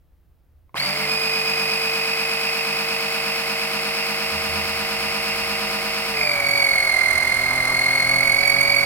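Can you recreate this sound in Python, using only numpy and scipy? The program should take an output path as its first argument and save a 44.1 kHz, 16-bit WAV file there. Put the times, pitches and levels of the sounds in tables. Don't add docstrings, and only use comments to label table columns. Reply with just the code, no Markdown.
import sys
import numpy as np
from scipy import signal
from scipy.fft import rfft, irfft, next_fast_len
from scipy.io import wavfile
from scipy.ndimage import uniform_filter1d, map_coordinates

SR = 44100
rng = np.random.default_rng(int(sys.argv[2]) if len(sys.argv) > 2 else 0)


def waveform_to_disk(signal):
    frames = np.transpose(np.atleast_2d(signal))
    scaled = np.clip(frames, -1, 1) * 32767
    samples = np.round(scaled).astype(np.int16)
    wavfile.write(sys.argv[1], SR, samples)


N = 390285
TIME = np.arange(N) / SR
WHEEL_TEETH, PINION_TEETH = 50, 12
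FREE_HZ = 51.36
OIL_ARRIVES_S = 6.1
SEATING_S = 1.066, 0.022

# [dB, peak of the ring]
SWITCH_MOVES = [(.694, -48), (.744, -20.5)]
# time_s, speed_loss_hz [crank turns per second]
OIL_DRAG = [(6.05, 0.0), (6.15, 0.93), (6.36, 5.3), (6.5, 6.35), (6.56, 5.9), (6.79, 7.65), (6.86, 7.4),
            (6.96, 9.2), (7.45, 8.8), (7.66, 9.25), (7.81, 8.1), (7.89, 8.5), (7.96, 7.7), (8.04, 8.2),
            (8.11, 7.35), (8.17, 7.55), (8.26, 6.9), (8.31, 7.25), (8.44, 6.15), (8.52, 6.5), (8.66, 6.35),
            (8.71, 5.8), (8.76, 6.3), (8.85, 6.45)]
# centre_s, length_s, splutter_db [dB], whine_change_db [dB]
AIR_POCKETS = [(6.386, 0.032, -36, -4), (7.54, 0.094, -34, -4), (7.727, 0.1, -32.5, 1.5)]
SWITCH_ON_S = SWITCH_MOVES[-1][0]


def amp(db):
    return 10 ** (np.asarray(db) / 20)


def unit(x):
    return x / np.sqrt(np.mean(x ** 2))


def colour(x, points, column=1):
    points = np.array(points)
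    size = next_fast_len(N + 4096, True)
    hz = np.maximum(np.arange(size // 2 + 1) * SR / size, 1)
    gain = amp(np.interp(np.log(hz), np.log(points[:, 0]), points[:, column]))
    return irfft(rfft(x, size) * gain, size)[..., :N]


def walk(rate):
    steps = rng.standard_normal(N // 8)
    joined = np.interp(TIME * rate, np.arange(len(steps)), steps)
    return unit(uniform_filter1d(joined, max(int(SR / rate / 2), 1)))


def curve(table):
    return np.interp(TIME, *np.transpose(table))


def since(s):
    return np.maximum(TIME - s, 0)


def bump(s, width_s):
    return np.exp(-((TIME - s) / width_s) ** 2)


def surface(turns, count):
    flaws = rng.standard_normal(count)
    return unit(np.interp(turns % 1, np.arange(count) / count, flaws, period=1))


def stroke(turns, lean=0.12):
    angle = 2 * np.pi * turns
    return np.cos(angle + lean * np.cos(angle))


def tone(turns, order):
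    order = np.round(order * 6) / 6
    return np.sin(2 * np.pi * (order * turns + rng.random())) * np.sqrt(2)


def ports(x, lag_ms=0.1):
    delayed = map_coordinates(x, [np.arange(N) - lag_ms * SR / 1000], order=3)
    return np.array([x, delayed])


def sides(pair):
    # frequency_hz, left_minus_right_db
    level_difference = [(60, -6), (200, -8), (400, 0), (700, -2), (1300, -2.5), (2300, -2.5), (4400, 0),
                        (8000, -3), (15000, -5.5)]
    left = colour(pair[0], [(hz, db / 2) for hz, db in level_difference])
    right = colour(pair[1], [(hz, -db / 2) for hz, db in level_difference])
    return np.array([left, right])


def pump(rattle_db=-1, overtones_db=0, attack_s=0.032, rattle_power=0.95):
    # time_s, left_minus_right_db
    fundamental_pan = [(6.2, -1), (6.71, -5.5), (6.82, -3.5), (7.0, -9.5), (8.01, -0.5), (8.28, -7.5),
                       (8.85, -7)]
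    jolt_db, jolt_s = 13, 0.14
    fill_s, oil_share = 0.12, 0.97
    rest_angle = 0.75
    uncovered_order, uncovered_s, uncovered_width_s, uncovered_db = 88, 4.54, 0.09, -44

    since_on = since(SWITCH_ON_S)
    speed_hz = crank_speed(since_on)
    oil = oil_share * (1 - np.exp(-since(OIL_ARRIVES_S) / fill_s))
    running = 1 - np.exp(-since_on / attack_s)
    turns = rest_angle + np.cumsum(speed_hz) / SR + .0008 * walk(18)

    up_to_speed = np.clip((speed_hz + curve(OIL_DRAG)) / FREE_HZ, 0, 1)
    motor_onset = 1 - np.exp(-since_on / 0.099)
    drone = up_to_speed ** 4 * (hum(turns, oil) + motor_onset * motor(turns, speed_hz))
    sidebands = ports(up_to_speed ** 6 * wobble(turns, oil), lag_ms=0.08)

    whine_gain = np.sqrt(running) * amp(tooth_pressure(since_on, oil))
    fundamental, octave, *overtones = whine_gain * whine(turns, oil)
    beamed = ports(fundamental) * amp(np.outer([1, -1], curve(fundamental_pan) / 2))
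    bright = amp(overtones_db + jolt_db * np.exp(-since_on / jolt_s))
    gritty = unit(amp(5 * walk(1100)))
    octave = octave * amp(-11 * bump(AIR_POCKETS[0][0], .045))
    uncovered = amp(uncovered_db) * bump(uncovered_s, uncovered_width_s) * tone(turns, uncovered_order)

    scattered = np.array([rattle(turns, oil), rattle(turns, oil)])
    knocks = up_to_speed ** rattle_power * amp(rattle_db) * bay(rattle(turns, oil), scattered)
    body = ports(drone + case_ring(turns, oil) + oil * gurgle())
    body = body + ports(bright * gritty * sum(overtones), lag_ms=0.11)
    body = body + running * octave_ring(bright * octave)
    return beamed + sides(body + sidebands + uncovered + knocks)


def crank_speed(since_on):
    # speed_loss_hz [crank turns per second], time_constant_s
    friction_terms = [(7.93, 0.102), (2.05, 1.97)]
    spin_up_s = 0.023
    friction = sum(lost * np.exp(-since_on / s) for lost, s in friction_terms)
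    spin_up = 1 - np.exp(-(since_on / spin_up_s) ** 1.5)
    return (FREE_HZ - friction) * spin_up - curve(OIL_DRAG)


def whine(turns, oil, air_swing_db=-1.5, oil_swing_db=6.5, start_stumble=0.2, uneven_db=1., octave_grip=0.79):
    # order [multiple of the tooth rate], air_db, oil_db [relative dB]
    tooth_partials = [(1, 0, 0), (2, -7.5, -11), (3, -33, -23.5), (4, -36, -25), (5, -36, -20.5),
                      (6, -38, -29)]
    swing_db = air_swing_db + (oil_swing_db - air_swing_db) * grip(oil)
    force = amp(swing_db * stroke(turns) + uneven_db * walk(60))
    force /= np.sqrt(uniform_filter1d(force ** 2, SR // 4))

    chatter = .034 * walk(700)
    slip = .045 * walk(170)
    sag = .06 * oil * np.cos(2 * np.pi * turns)
    stumble = start_stumble * (1 - seating()) + 1.1 * oil * (1 - oil)
    unsteady = (slip + chatter) * (1 + oil) / 2 + sag - stumble * np.sin(2 * np.pi * turns)

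    roughness = .25 + .8 * (1 - seating())
    scrape = force ** octave_grip * (1 + roughness * walk(500))
    partials = []
    for order, air_db, oil_db in tooth_partials:
        if order == 2:
            partial = scrape * tone(WHEEL_TEETH * turns + .45 * unsteady, order)
        else:
            partial = force * tone(WHEEL_TEETH * turns + unsteady, order)
        partials.append(amp(air_db + (oil_db - air_db) * oil) * partial)
    return np.array(partials)


def tooth_pressure(since_on, oil):
    slack_db, seated_db, pressed_db = -47, -25.3, -19
    start_db, start_s = 17.5, 0.55
    sag_lengths = 4.1
    seat_at_s, _ = SEATING_S
    seated = seating() * bump(seat_at_s, 3.7)
    start_push_db = (1 - seating()) * start_db * np.exp(-since_on / start_s)
    air_db = slack_db + (seated_db - slack_db) * seated + start_push_db
    pocket_db = sum(change_db * bump(s, sag_lengths * length) for s, length, _, change_db in AIR_POCKETS)
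    return air_db + (pressed_db - air_db) * grip(oil) + pocket_db


def seating():
    seat_at_s, seat_s = SEATING_S
    return (1 + np.tanh((TIME - seat_at_s) / seat_s)) / 2


def grip(oil):
    return 1 - (1 - oil) ** 2.2


def octave_ring(octave, lag_ms=0.082):
    # frequency_hz, left_db, right_db
    octave_resonances = [(3000, 0, 0), (4220, -1, -2), (4330, 5, 0), (4420, 2, 1), (4490, 2, 4.5),
                         (4610, 7, 7), (4700, 5, 5), (4850, 3, 6), (5000, -1, 3), (5150, -10, -9)]
    left, right = ports(octave, lag_ms)
    return np.array([colour(left, octave_resonances, column=1), colour(right, octave_resonances, column=2)])


def wobble(turns, oil, air_db=-0.5, oil_db=0, waver_db=1.5):
    # order [multiple of the crank rate], level_db [relative dB]
    light_tones = [(39, -47), (40.83, -44), (43, -43), (44.83, -48), (45.83, -43.5), (46, -45), (47, -41),
                   (49, -36.5), (52, -39), (53, -44.5), (53.17, -44.5), (54, -44), (54.17, -41), (59, -47),
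                   (87.83, -52), (92, -49), (93, -47), (95, -47), (96, -46), (99, -41), (101, -46),
                   (104, -45), (106, -47)]
    # order [multiple of the crank rate], level_db [relative dB]
    loaded_tones = [(47, -45), (53, -40.5)]
    light = sum(amp(db) * tone(turns, order) for order, db in light_tones)
    loaded = sum(amp(db) * tone(turns, order) for order, db in loaded_tones)
    return amp(waver_db * walk(25)) * (amp(air_db) * (1 - oil) * light + amp(oil_db) * oil * loaded)


def rattle(turns, oil, air_swing_db=-0.5, oil_swing_db=0.0, valve_db=4, valve_length=0.0064, beat_db=0.8):
    # frequency_hz, air_db, oil_db [relative dB]
    case_colour = [(15, -60, -49), (60, -47, -24), (104, -29.5, -25.5), (320, -24, -29.5),
                   (490, -24, -26.5), (770, -15, -13.5), (889, -20, -26), (952, -17.5, -19),
                   (1930, -20, -22), (2080, -12.5, -15), (2910, -19, -27), (3510, -25.5, -29),
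                   (4280, -22.5, -25), (4390, -18.5, -19), (5220, -18, -23.5), (5870, -31.5, -33.5),
                   (10700, -30, -31.5), (13800, -34, -36)]
    pinion = turns * WHEEL_TEETH / PINION_TEETH
    pairs = amp(-7.5 - 3 * oil) * surface(turns / 6, count=4096)
    wheel_flaws = amp(-17.5 + 3 * oil) * surface(turns, count=256)
    pinion_flaws = amp(-21) * surface(pinion, count=64)
    loose = colour(rng.standard_normal(N), [(1400, -14), (5000, -9), (9000, -5)])
    churn = oil * colour(rng.standard_normal(N), [(1400, -4), (5000, -10)])
    impacts = pairs + wheel_flaws + pinion_flaws + loose + churn
    knocks = impacts * amp(1.8 * surface(turns / 6, count=360))

    swing_db = air_swing_db + (oil_swing_db - air_swing_db) * oil
    valve = np.exp(-((turns + 0.07) % 1) / valve_length)
    beat = (1 - oil) * np.cos(2 * np.pi * turns / 6)
    knocks = unit(knocks * amp(swing_db * stroke(turns) + valve_db * valve + beat_db * beat))
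    return colour(knocks * (1 - oil), case_colour, column=1) + colour(knocks * oil, case_colour, column=2)


def bay(direct, scattered):
    # frequency_hz, scatter_db
    bay_echoes = [(150, 19.5), (600, 4), (1300, -9.5), (2400, -0.5), (4500, 0.5), (9000, 27)]
    equal_power = [(hz, -10 * np.log10(1 + amp(2 * db))) for hz, db in bay_echoes]
    return colour(ports(direct) + colour(scattered, bay_echoes), equal_power)


def hum(turns, oil, waver_db=1.5, hum_db=-3.44, strain_db=7, strain_s=0.31):
    # order [multiple of the crank rate], start_db, suction_db, oil_db [relative dB]
    hum_tones = [(3, -43, -49, -39), (4, -46, -38.5, -50), (4.17, -44, -44, -50), (6, -50, -58, -41),
                 (7, -58, -47, -62), (8, -51, -54, -53), (10, -47, -62, -57), (11, -49, -49, -60),
                 (14, -46, -47, -52), (15, -47, -41, -40), (18, -60, -56, -43), (19, -44, -50, -50),
                 (19.17, -54, -43, -62), (19.33, -49, -44, -60), (20, -45, -50, -48), (23, -45, -50, -51),
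                 (24.17, -52, -46, -56), (24, -54, -41, -49), (25, -41, -49, -51), (27, -55, -55, -42),
                 (27.67, -51, -46, -60), (38, -54, -54, -45)]
    suction = np.interp(TIME, [SWITCH_ON_S, OIL_ARRIVES_S], [0, 1])
    dip_db = -11 * bump(6.97, 0.3)
    low_db = dip_db + strain_db * np.exp(-since(SWITCH_ON_S) / strain_s)
    out = 0
    for order, start_db, suction_db, oil_db in hum_tones:
        air_db = start_db + (suction_db - start_db) * suction
        level_db = air_db + (oil_db - air_db) * oil + low_db * (order < 7)
        out = out + amp(level_db) * tone(turns, order)
    return amp(hum_db + waver_db * walk(12)) * out


def motor(turns, speed_hz, waver_db=0.5):
    # frequency_hz, level_db
    motor_resonances = [(450, -45), (530, -45), (550, -37.5), (565, -33.5), (600, -33), (625, -43.5),
                        (640, -39)]
    # frequency_hz, level_db
    crank_resonances = [(400, -48.5), (428, -49), (441, -36.5), (452, -33.5), (460, -38.5)]
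    out = 0
    for order, ring in [(3 * WHEEL_TEETH / PINION_TEETH, motor_resonances), (9, crank_resonances)]:
        level_db = np.interp(order * speed_hz, *np.transpose(ring))
        out = out + amp(level_db + waver_db * walk(7.3)) * tone(turns, order)
    return out


def case_ring(turns, oil, ring_hz=2130, width_hz=260, ring_db=-38, swing_db=9, surge_db=15, start_db=-31):
    knocks = rng.standard_normal(N) * amp(swing_db * stroke(turns))
    peak = [(20, -90), (ring_hz - width_hz, -24), (ring_hz, 0), (ring_hz + width_hz, -24), (SR / 2, -90)]
    ring = unit(colour(knocks, peak))
    bouncing = np.clip(turns - 1, 0, 1) * (1 - seating())
    surge = 4 * oil * (1 - oil)
    return (amp(ring_db + surge_db * surge) * oil + amp(start_db) * bouncing) * ring


def gurgle(lumpy_db=3, clear_s=0.02):
    splutter = rng.standard_normal(N) * amp(lumpy_db * walk(200))
    pockets = 0
    for s, length_s, splutter_db, _ in AIR_POCKETS:
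        pockets = pockets + amp(splutter_db) * bump(s, np.where(TIME < s, length_s, clear_s))
    bubbling = [(100, -17), (350, 6), (700, 9), (1200, 13), (2200, -29), (5000, -45)]
    return pockets * unit(colour(splutter, bubbling))


def switch():
    # frequency_hz, level_db [relative dB], t60_s
    seat_modes = [(790, -11, 0.019), (1050, 7.5, 0.032), (2150, 2, 0.012)]
    out = np.zeros(N)
    for s, level_db in SWITCH_MOVES:
        t = since(s)
        ring = 0
        for hz, mode_db, t60_s in seat_modes:
            decay = np.exp(-np.log(1000) * t / t60_s)
            ring = ring + amp(mode_db) * decay * np.sin(2 * np.pi * hz * t)
        out += amp(level_db) * ring / np.abs(ring).max()
    return ports(out)


def background(apart=0.65):
    # frequency_hz, density_db [relative dB per Hz]
    garage_colour = [(15, -37), (25, -17), (69, -1), (88, -34), (191, -33), (264, -23), (383, -25.5),
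                     (7890, -52), (15000, -43)]
    # peak_s, level_db, decay_s
    boom_swells = [(0.95, -88, 0.22), (4.4, -44, 1.0), (7.2, -41, 0.27)]
    garage_db, boom_floor_db, boom_attack_s = -61, -60, 0.077

    def shaped_noise(points):
        return unit(colour(rng.standard_normal(N) + apart * rng.standard_normal((2, N)), points))

    boom = shaped_noise([(30, -42), (68, -20), (80, 10), (92, -9), (170, -11.5), (600, -84)])
    rumble = shaped_noise([(10, -15), (25, -10), (50, -6), (110, -19), (600, -82)])
    swells = 0
    for s, level_db, decay_s in boom_swells:
        envelope = np.where(TIME < s, bump(s, boom_attack_s), np.exp(-since(s) / decay_s))
        swells = swells + amp(level_db) * envelope
    rumble_db = -60 + 2.5 * since(2.6)
    air = amp(garage_db) * shaped_noise(garage_colour)
    return (amp(boom_floor_db) + swells) * boom + amp(rumble_db) * rumble + air


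def scene():
    return pump() + sides(switch()) + background()


def record(dry):
    return signal.sosfilt(signal.ellip(12, .2, 80, 15950, fs=SR, output="sos"), dry)


dry = scene()
out = record(dry)
waveform_to_disk(out)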